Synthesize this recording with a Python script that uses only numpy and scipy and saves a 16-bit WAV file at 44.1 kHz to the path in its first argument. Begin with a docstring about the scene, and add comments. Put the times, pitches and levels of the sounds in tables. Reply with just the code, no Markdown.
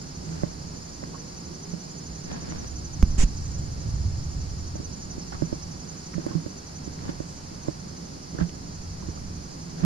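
"""A walker with a small camera turns from a pond, amid chirping crickets, insect hiss and a woodland wash.
From the start, footfalls ring the mount, soles scuff soil and leaves, and the grip rumbles and squeaks.
Two faint tones glide upward between 1 and 2 s. Near 3 s a breeze rises and buffets the microphone ports.
From 5 s the steps come thicker on the dirt path, with an occasional twig; after 6 s the pond's crickets
fall behind, while faint steady chirps carry on."""
import sys
import numpy as np
from scipy import signal
from scipy.fft import rfft, irfft, next_fast_len
from scipy.io import wavfile
from scipy.ndimage import map_coordinates

SR = 44100
rng = np.random.default_rng(int(sys.argv[2]) if len(sys.argv) > 2 else 0)


def generate_wav(signal):
    """Clip the signal to [-1, 1] and save it as 16-bit WAV at the path in sys.argv[1]."""
    frames = np.transpose(np.atleast_2d(signal))
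    scaled = np.clip(frames, -1, 1) * 32767
    pcm = np.round(scaled).astype(np.int16)
    wavfile.write(sys.argv[1], SR, pcm)


N = 434373

# Levels are relative within a table. A swell's time is its middle, and its width is as in swells().
# jolts of the steps: (time [s], level [dB], contact time [ms], extra level of the hollow mode [dB])
JOLTS = [(0.31, -33, 1.5, 0), (0.4338, -14, 0.55, 5.5), (1.029, -27, 0.47, 7), (1.037, -24, 0.2, -10),
         (1.736, -21.5, 1.2, 4), (3.0277, -13.5, 0.58, -1.5), (4.754, -19.5, 1.3, 5), (4.799, -14, 2.6, -6),
         (5.1797, -17.5, 1.7, -1), (5.3243, -28, 0.44, 0), (5.4209, -4, 1.45, -3.5), (5.526, -8.5, 2, 4),
         (6.1796, -10, 1.8, 1), (6.195, -18, 1.6, -7), (6.264, -10, 1.14, -1), (6.308, -17, 1.5, -6),
         (6.351, -8, 1.6, -17), (6.462, -15, 1.4, 0.5), (6.875, -13.5, 2.2, -6), (7.091, -13, 1.4, -5),
         (7.202, -14.5, 1.1, 0.5), (7.683, -7.5, 1.27, 2.5), (8.347, -14.5, 2.6, 1), (8.387, -16, 1.2, -2),
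         (8.411, -8, 1.7, -2.5), (9.034, -22, 1.2, -6), (9.0847, -16, 1.4, -12), (9.834, -7.5, 2.6, -2)]
# modes of case and mount: (frequency [Hz], bandwidth [Hz], level [dB], signed left/right gain [ratio])
MOUNT_MODES = [(154, 76, 3, -0.094), (316, 46.7, 2.5, -0.041), (587, 57, 1.5, -0.51),
               (1100, 120, -2, -0.85), (1540, 250, -0.5, 0.007), (2030, 160, -5.5, -0.9)]
# heavy landings that flex the case: (time [s], level [dB], rise time [s])
CASE_FLEXES = [(0.435, -23.5, 0.0034), (1.731, -31.5, 0.0072), (5.424, -29, 0.011), (6.152, -29, 0.0078),
               (6.353, -23.5, 0.0096), (7.686, -35, 0.0062), (8.411, -24.5, 0.015), (9.827, -17, 0.034)]
# soles dragging over soil: (time [s], width [s], level [dB], chatter frequency [Hz])
SOLE_DRAGS = [(0.363, 0.17, -42, 1420), (2.325, 0.084, -35.5, 1750), (2.522, 0.19, -38, 1110),
              (5.325, 0.0036, -34, 847), (5.348, 0.021, -37.5, 1225), (6.295, 0.024, -44, 1450),
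              (7.06, 0.09, -41, 1096), (7.092, 0.021, -41, 1700), (7.67, 0.025, -45, 1100),
              (8.409, 0.032, -35.5, 1400), (9.176, 0.005, -41, 1260), (9.848, 0.095, -37, 916)]
# dry leaves stirred underfoot: (time [s], width [s], level [dB])
LEAF_RUSTLES = [(.35, .2, -61), (3.42, 0.22, -60), (7.3, 0.13, -58.5), (7.68, .06, -59), (9.65, .12, -68)]
# twigs ticking among the leaves: (time [s], level [dB], frequency [Hz])
TWIG_TICKS = [(2.68, -42, 9500), (6.265, -36, 9000), (6.991, -37, 2000), (8.494, -35, 2900)]
# fingers slipping on the case: (time [s], width [s], level [dB], pitch [Hz], pitch flutter [Hz])
FINGER_SLIPS = [(1.151, .019, -36, 1040, 140), (1.183, .006, -46, 1800, 200),
                (5.331, .006, -37.5, 1500, 230), (6.142, .009, -37, 1450, 300),
                (6.319, .013, -39.5, 1060, 110), (8.389, .006, -35, 1530, 150),
                (8.413, .014, -36, 1560, 190), (9.027, .009, -39, 1070, 170)]
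# low thumps from wind buffets and heavy steps: (time [s], level [dB], frequency [Hz], rise time [s])
PORT_THUMPS = [(2.089, -36.5, 56, 0.021), (3.0295, -3.5, 57, 0.0039), (3.07, -21.5, 21, 0.027),
               (3.181, -13, 48, 0.0052), (3.233, -9, 36, 0.0086), (3.86, -26.5, 104, 0.018),
               (4.049, -19, 91.5, 0.014), (7.89, -36.5, 90, 0.015), (8.413, -23, 63, 0.0094)]
# the snap as an eddy hits a port: (time [s], width [s], level [dB])
EDDY_SNAPS = [(3.0276, 0.0012, -14)]
# air tearing across a port: (time [s], duration [s], level [dB], half ramp time [s])
AIR_PUFFS = [(3.184, 0.058, -30, 0.0094)]
# gusts of the breeze: (time [s], width [s], level [dB])
BREEZE_GUSTS = [(.45, 0.8, -47.5), (3.15, 0.76, -36), (3.98, 0.68, -34.5), (4.55, 0.5, -41),
                (5.3, 0.88, -47.5), (7.15, 0.45, -47.5), (7.75, 0.3, -55), (8.95, 0.63, -42.5),
                (9.35, 0.6, -54)]
# cricket tones: (pitch [Hz], chirp rate [1/s], first chirp [s], level [dB], pitch sag [Hz], group [0-2])
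# 0 = bank, 1 = reeds, 2 = faint steady tones, most in time with the main cricket, also between its bouts
CRICKET_SONGS = [(6125, 11.507, .072, -38.3, 10, 0), (6978, 13.734, .023, -44.1, 28, 1),
                 (6890, 13.5, .04, -47.5, 15, 1), (5890, 11.514, .074, -51.5, 3, 0),
                 (5890, 11.09, .085, -51.3, 15, 2), (6115, 11.507, .075, -54, 5, 2),
                 (5260, 9.798, .015, -48, 20, 1), (5505, 9.973, .02, -47, 15, 1),
                 (6477, 11.534, .082, -50.5, 15, 2)]
# song bouts of the main cricket, on the bank: (start [s], end [s], level [dB])
BANK_BOUTS = [(1.18, 3.55, -.1), (4.78, 5.12, .4), (5.47, 6.15, 0), (6.58, 6.78, -2)]
# faint rising tones: (time [s], width [s], level [dB], pitch [Hz])
RISING_TONES = [(1.211, 0.25, -55, 476), (1.629, 0.21, -48, 392)]
# noise spectra: (frequency [Hz], spectral density [dB])
SOIL_SPECTRUM = [(100, 10), (200, 13.5), (400, 5), (800, 2.5), (1100, -2.5), (1650, -2.5), (2100, -8.5),
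                 (2700, -12), (5000, -14.5), (12000, -47)]
LEAF_SPECTRUM = [(1500, -27), (3500, -22), (6000, 16), (7600, 15), (8500, 1), (13000, -21)]
SNAP_SPECTRUM = [(150, 14), (300, 11), (550, 1), (850, -8), (1600, -2), (2200, -13), (3000, -11),
                 (5000, -15), (7000, -14), (10000, -22), (15000, -33)]
JET_SPECTRUM = [(200, 10), (1400, 1.5), (2800, 4), (4200, -4.5), (6000, 6.5), (7400, 8), (8600, -6.5),
                (11000, -10), (13000, -44)]
GRIP_SPECTRUM = [(60, -25), (125, -8), (166, 0.5), (205, -9), (260, -10.5), (305, -12), (380, -15.5),
                 (600, -23), (1200, -65)]
RUMBLE_SPECTRUM = [(12, -0.5), (25, -9.5), (60, 4.5), (90, 4.5), (130, -14), (180, -25.5), (300, -26),
                   (700, -93)]
DRONE_SPECTRUM = [(80, -25), (115, -5.5), (140, -2), (175, -11.5), (260, -43), (500, -80)]
CHORUS_SPECTRUM = [(3000, -38), (3700, -15.5), (4200, 0), (4700, 4), (5400, 3.5), (5560, 3.5), (5730, -4.5),
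                   (5950, 4), (6300, -2.5), (6900, 0.5), (7300, -11), (7800, -19), (8200, -23),
                   (11000, -36)]
WOODLAND_SPECTRUM = [(150, -11), (350, -3), (600, -1), (800, 2), (1200, -2.5), (2000, -9.5), (3300, -14),
                     (7000, -17), (10000, -18.5), (12000, -28.5), (15000, -40)]
# likeness of the noise at the two ports: (frequency [Hz], correlation [-1 to 1])
PORT_CORRELATION = [(60, 0.88), (240, 0.88), (480, -0.17), (950, -0.58), (1900, -0.16), (3800, 0.73),
                    (7500, -0.044)]


def amp(db):
    """Decibels to amplitude ratio."""
    return 10 ** (np.asarray(db) / 20)


def unit(x):
    """Normalisation to rms 1."""
    return x / np.sqrt(np.mean(x ** 2) + 1e-20)


def clock():
    """Uniform sampling: the time of every sample in seconds."""
    return np.arange(N) / SR


def along(points, hz):
    """Interpolation of (frequency [Hz], value) points on a logarithmic axis."""
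    knots_hz, values = np.transpose(points)
    return np.interp(np.log(hz + 1), np.log(knots_hz + 1), values)


def wobble(rate):
    """Random modulation: a smooth curve with rate knots a second."""
    return map_coordinates(rng.standard_normal(int(N * rate / SR) + 4), [clock() * rate])


def swells(rows):
    """Gaussian envelopes from (time [s], width [s], level [dB]), 17 dB down one width from the peak."""
    t = clock()
    return sum(amp(db) * np.exp(-2 * np.minimum(((t - s) / width) ** 2, 20)) for s, width, db in rows)


def filtered(x, response):
    """Linear filtering: the spectrum of x times a complex frequency response."""
    size = next_fast_len(N + SR // 2)
    return irfft(rfft(x, size) * response(np.fft.rfftfreq(size, 1 / SR)), size)[..., :N]


def lean(right_db):
    """Level difference between the ports, as left and right gains."""
    return amp([[-right_db / 2], [right_db / 2]])


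def from_right(x, lag_s):
    """Path difference: the sound reaches the left port later."""
    return filtered(x, lambda hz: np.exp(-2j * np.pi * hz * np.array([[lag_s], [0]])))


def noise(spectrum, correlation, grain=1):
    """Mid-side mixing gives coloured stereo noise of rms 1; grain modulates the excitation."""
    angle = lambda hz: np.arccos(np.clip(along(correlation, hz), -1, 1)) / 2
    colour = lambda hz: amp(along(spectrum, hz)) * [np.cos(angle(hz)), np.sin(angle(hz))]
    mid, side = filtered(grain * rng.standard_normal((2, N)), colour)
    return unit(np.array([mid + side, mid - side]))


def departure(start_s=6, takes_s=0.66):
    """Linear ramp from 0 to 1 as the walker leaves the pond."""
    return np.clip((clock() - start_s) / takes_s, 0, 1)


def swings(rows, right_db):
    """Damped oscillations from (time [s], level [dB], frequency [Hz], rise time [s])."""
    out, age = np.zeros(N + SR), np.arange(SR // 4) / SR
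    for s, db, hz, rise in rows:
        envelope = amp(db) * age / rise * np.exp(1 - age / rise)
        out[round(s * SR):][:len(age)] += envelope * np.sin(2 * np.pi * hz * age)
    return out[:N] * lean(right_db)


def footfalls(gain_db=-5, vary_db=1):
    """Modal resonance: each jolt rings the mount, and a longer contact excites less treble."""
    out, age = np.zeros((2, N + SR)), np.arange(SR // 8) / SR
    hz, bandwidth, mode_db, left = np.transpose(MOUNT_MODES)
    modes = np.exp(-np.pi * bandwidth[:, None] * age) * np.sin(2 * np.pi * hz[:, None] * age)
    hollow = np.arange(len(hz)) == 2  # this mode's share depends on where the jolt enters
    sign = (-1) ** np.arange(len(hz))  # neighbouring modes swing opposite ways
    for s, db, contact_ms, hollow_db in JOLTS:
        progress = 4 * age / (contact_ms / 1000)  # the force peaks a quarter into the contact
        force = progress * np.exp(-progress)
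        scatter_db = vary_db * rng.standard_normal(len(hz))
        gain = sign * amp(db + gain_db + mode_db + hollow_db * hollow + scatter_db)
        ringing = np.array([gain * left, gain]) @ modes
        knock = signal.fftconvolve(ringing, force[None] / force.sum(), axes=1)
        out[:, round(s * SR):][:, :len(age)] += knock[:, :len(age)]
    return from_right(out[:, :N], lag_s=0.0001)


def case_flexes(hz=167):
    """Damped bending: heavy landings flex the case, mostly at the right port."""
    return swings([(s, db, hz, rise) for s, db, rise in CASE_FLEXES], right_db=19)


def scuffs(clump_db=3.5, chatter_per_s=260, chatter_s=0.016, crunch_width_s=0.065, crunch_hz=1100):
    """Stick-slip friction: the sole chatters at a rough pitch while soil gives way in clumps."""
    t, out = clock(), np.zeros((2, N))
    soil = noise(SOIL_SPECTRUM, [(200, -0.53), (600, -0.67), (2500, -0.21)], amp(clump_db * wobble(350)))
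    slip = unit(np.array([wobble(chatter_per_s), wobble(chatter_per_s)]))
    # each step crushes soil just after landing, more for a harder jolt
    crunches = [(s + 0.0078, crunch_width_s, -42.5 + 0.68 * db, crunch_hz) for s, db, *_ in JOLTS]
    for s, width, db, hz in SOLE_DRAGS + crunches:
        near = np.abs(t - s) < 2 * width
        phase = 2 * np.pi * hz * t[near]
        chatter = slip[0, near] * np.cos(phase) + slip[1, near] * np.sin(phase)
        share = chatter_s / (chatter_s + width)  # short slips chatter, long drags crumble
        crumble = np.sqrt(1 - share ** 2) * soil[:, near]
        envelope = amp(db) * np.exp(-2 * ((t[near] - s) / width) ** 2)
        out[:, near] += envelope * (crumble + share * chatter * [[-.4], [1.3]])
    return out


def leaves(clump_db=5):
    """Granular noise: dry leaves give way underfoot in clumps."""
    rustle = noise(LEAF_SPECTRUM, [(5000, 0)], amp(clump_db * wobble(700)))
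    return swells(LEAF_RUSTLES) * rustle * lean(right_db=16)


def twigs(decay_cycles=1.3):
    """Heavy damping: a dry twig vibrates for only a few cycles, heard as a click."""
    out, age = np.zeros(N), np.arange(SR // 100) / SR
    for s, db, hz in TWIG_TICKS:
        envelope = amp(db) * np.exp(-age * hz / decay_cycles)
        out[round(s * SR):][:len(age)] += envelope * np.sin(2 * np.pi * hz * age)
    return out * lean(right_db=13)


def grip(rest_db=-41, tighten_after_s=0.01, tighten_width_s=0.047):
    """Forced vibration: the hand keeps the case's lowest modes murmuring, more at each jolt and drag."""
    jolts = [(s + tighten_after_s, tighten_width_s, db - 40) for s, db, *_ in JOLTS]
    drags = [(s, width, db - 11) for s, width, db, _ in SOLE_DRAGS]
    drive = (amp(rest_db) + swells(jolts + drags)) * amp(1.16 * wobble(13))
    return drive * noise(GRIP_SPECTRUM, PORT_CORRELATION) * lean(right_db=3.5)


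def squeaks(rise_hz_per_s=4500, flutter_per_s=800, rough_db=2, left_db=-16):
    """Stick-slip oscillation: skin on the case gives a rising tone that rasps as its pitch flutters."""
    t, out = clock(), np.zeros(N)
    flutter, grain = wobble(flutter_per_s), amp(rough_db * wobble(flutter_per_s / 2))
    for s, width, db, hz, flutter_hz in FINGER_SLIPS:
        near = np.abs(t - s) < 2 * width
        age = t[near] - s
        pitch = hz + rise_hz_per_s * age + flutter_hz * flutter[near]
        envelope = amp(db) * np.exp(-2 * (age / width) ** 2) * grain[near]
        out[near] += envelope * np.sin(2 * np.pi * np.cumsum(pitch) / SR)
    return out * amp([[left_db], [0]])


def thumps(slap_db=-9, slap_hz=187, slap_rise_s=0.0029):
    """Pressure transients: buffets and heavy steps thump the ports, with a higher slap of the case."""
    slaps = [(s, db + slap_db, slap_hz, slap_rise_s) for s, db, *_ in PORT_THUMPS]
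    return swings(PORT_THUMPS, right_db=4) + swings(slaps, right_db=6)


def snap_and_puff(pressure_db=16):
    """Turbulence at a port: an eddy snaps, then air tears across with a hiss and a pressure offset."""
    t, gate = clock(), np.zeros(N)
    for s, length, db, edge in AIR_PUFFS:
        corners = [s - edge, s + edge, s + length - edge, s + length + edge]
        gate += amp(db) * np.interp(t, corners, [0, 1, 1, 0])
    snap = swells(EDDY_SNAPS) * noise(SNAP_SPECTRUM, [(1000, 0.73)])
    puff = gate * (noise(JET_SPECTRUM, [(1000, 0.062)]) - amp(pressure_db))
    return (snap + puff) * lean(right_db=3.5)


def breeze(calm_db=-50.5, gust_gain_db=2, drone_db=-36, drone_exponent=1.6):
    """Flow noise: gusts rumble in lumps, and a higher drone grows faster, by a power law."""
    wind = amp(calm_db) + amp(gust_gain_db) * swells(BREEZE_GUSTS)
    lumps = amp(1.3 * wobble(12))
    rumble = wind * noise(RUMBLE_SPECTRUM, PORT_CORRELATION)
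    drone = amp(drone_db) * (wind / wind.max()) ** drone_exponent * noise(DRONE_SPECTRUM, PORT_CORRELATION)
    return lumps * (rumble + drone) * lean(right_db=2)


def bout_level(attack_s=0.14, release_s=0.2, between_db=-11):
    """Amplitude modulation: the main cricket's level in dB, raised during each song bout."""
    bouts_db = []
    for start, end, db in BANK_BOUTS:
        corners = [start - attack_s, start, end, end + release_s]
        bouts_db.append(np.interp(clock(), corners, [between_db, db, db, between_db]))
    return np.max(bouts_db, axis=0)


def crickets(gain_db=-2, chirp_s=0.0105, drift_hz=7, fade_db=9, neighbour_db=-8):
    """Stridulation: each wing stroke is a short tone that sags in pitch; a fainter neighbour joins in."""
    t, out = clock(), np.zeros((2, N))
    group_db = bout_level(), -fade_db * departure(), 0  # bank, reeds, steady tones
    vary_db = 1.2, 3, 3  # the fainter groups are more uneven, chirp by chirp
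    left_lag_s = 0.00022, 0.00024, 0.0002
    for hz, rate, first, db, sag_hz, group in CRICKET_SONGS:
        nearest = (0, group_db[group])
        neighbour = (rng.random() + 0.3 * wobble(1), neighbour_db)
        for offset, singer_db in (nearest, neighbour):
            cycle = ((t - first) * rate + offset + 0.5) % 1 - 0.5
            age = cycle / rate / chirp_s  # 0 at the middle of a chirp
            pitch = hz + drift_hz * wobble(9.1) - sag_hz * np.clip(age, -2, 2)
            phase = 2 * np.pi * np.cumsum(pitch) / SR
            lag = 2 * np.pi * hz * left_lag_s[group] + 0.25 * wobble(2)  # the walker's motion shifts it
            envelope = np.exp(-age ** 2) * amp(db + gain_db + singer_db + vary_db[group] * wobble(8))
            out += envelope * np.sin([phase - lag, phase])
    return out * lean(right_db=4.5)


def insect_chorus(level_db=-47.5, fade_db=1):
    """Incoherent summation: countless far insects blur to a hiss, a little fainter away from the pond."""
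    gain = amp(level_db - fade_db * departure() + 0.29 * wobble(25))
    hiss = gain * noise(CHORUS_SPECTRUM, [(5000, 0.33)])
    return from_right(hiss * lean(right_db=2), lag_s=0.00025)


def glides(rise_hz_per_s=270, waver_hz=5):
    """Frequency modulation: two faint, slightly wavering tones rise one after the other."""
    t, out = clock(), np.zeros(N)
    for s, width, db, hz in RISING_TONES:
        pitch = hz + rise_hz_per_s * (t - s) + waver_hz * wobble(40.2)
        out += swells([(s, width, db)]) * np.sin(2 * np.pi * np.cumsum(pitch) / SR)
    return out * lean(right_db=6)


def woodland(level_db=-48.5):
    """Ambient noise field: trees and distance merge into a soft wash."""
    gain = amp(level_db + 0.26 * wobble(1.214))
    return gain * noise(WOODLAND_SPECTRUM, PORT_CORRELATION) * lean(right_db=0.8)


def scene():
    """Superposition: all sources add at the two ports."""
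    walker = footfalls() + case_flexes() + scuffs() + leaves() + twigs() + squeaks()
    outdoors = crickets() + woodland() + insect_chorus() + breeze()
    return walker + outdoors + grip() + thumps() + snap_and_puff() + glides()


def record(dry):
    """Band limiting: the camera keeps nothing above 14900 Hz."""
    return filtered(dry, lambda hz: hz < 14900)


dry = scene()
out = record(dry)
generate_wav(out)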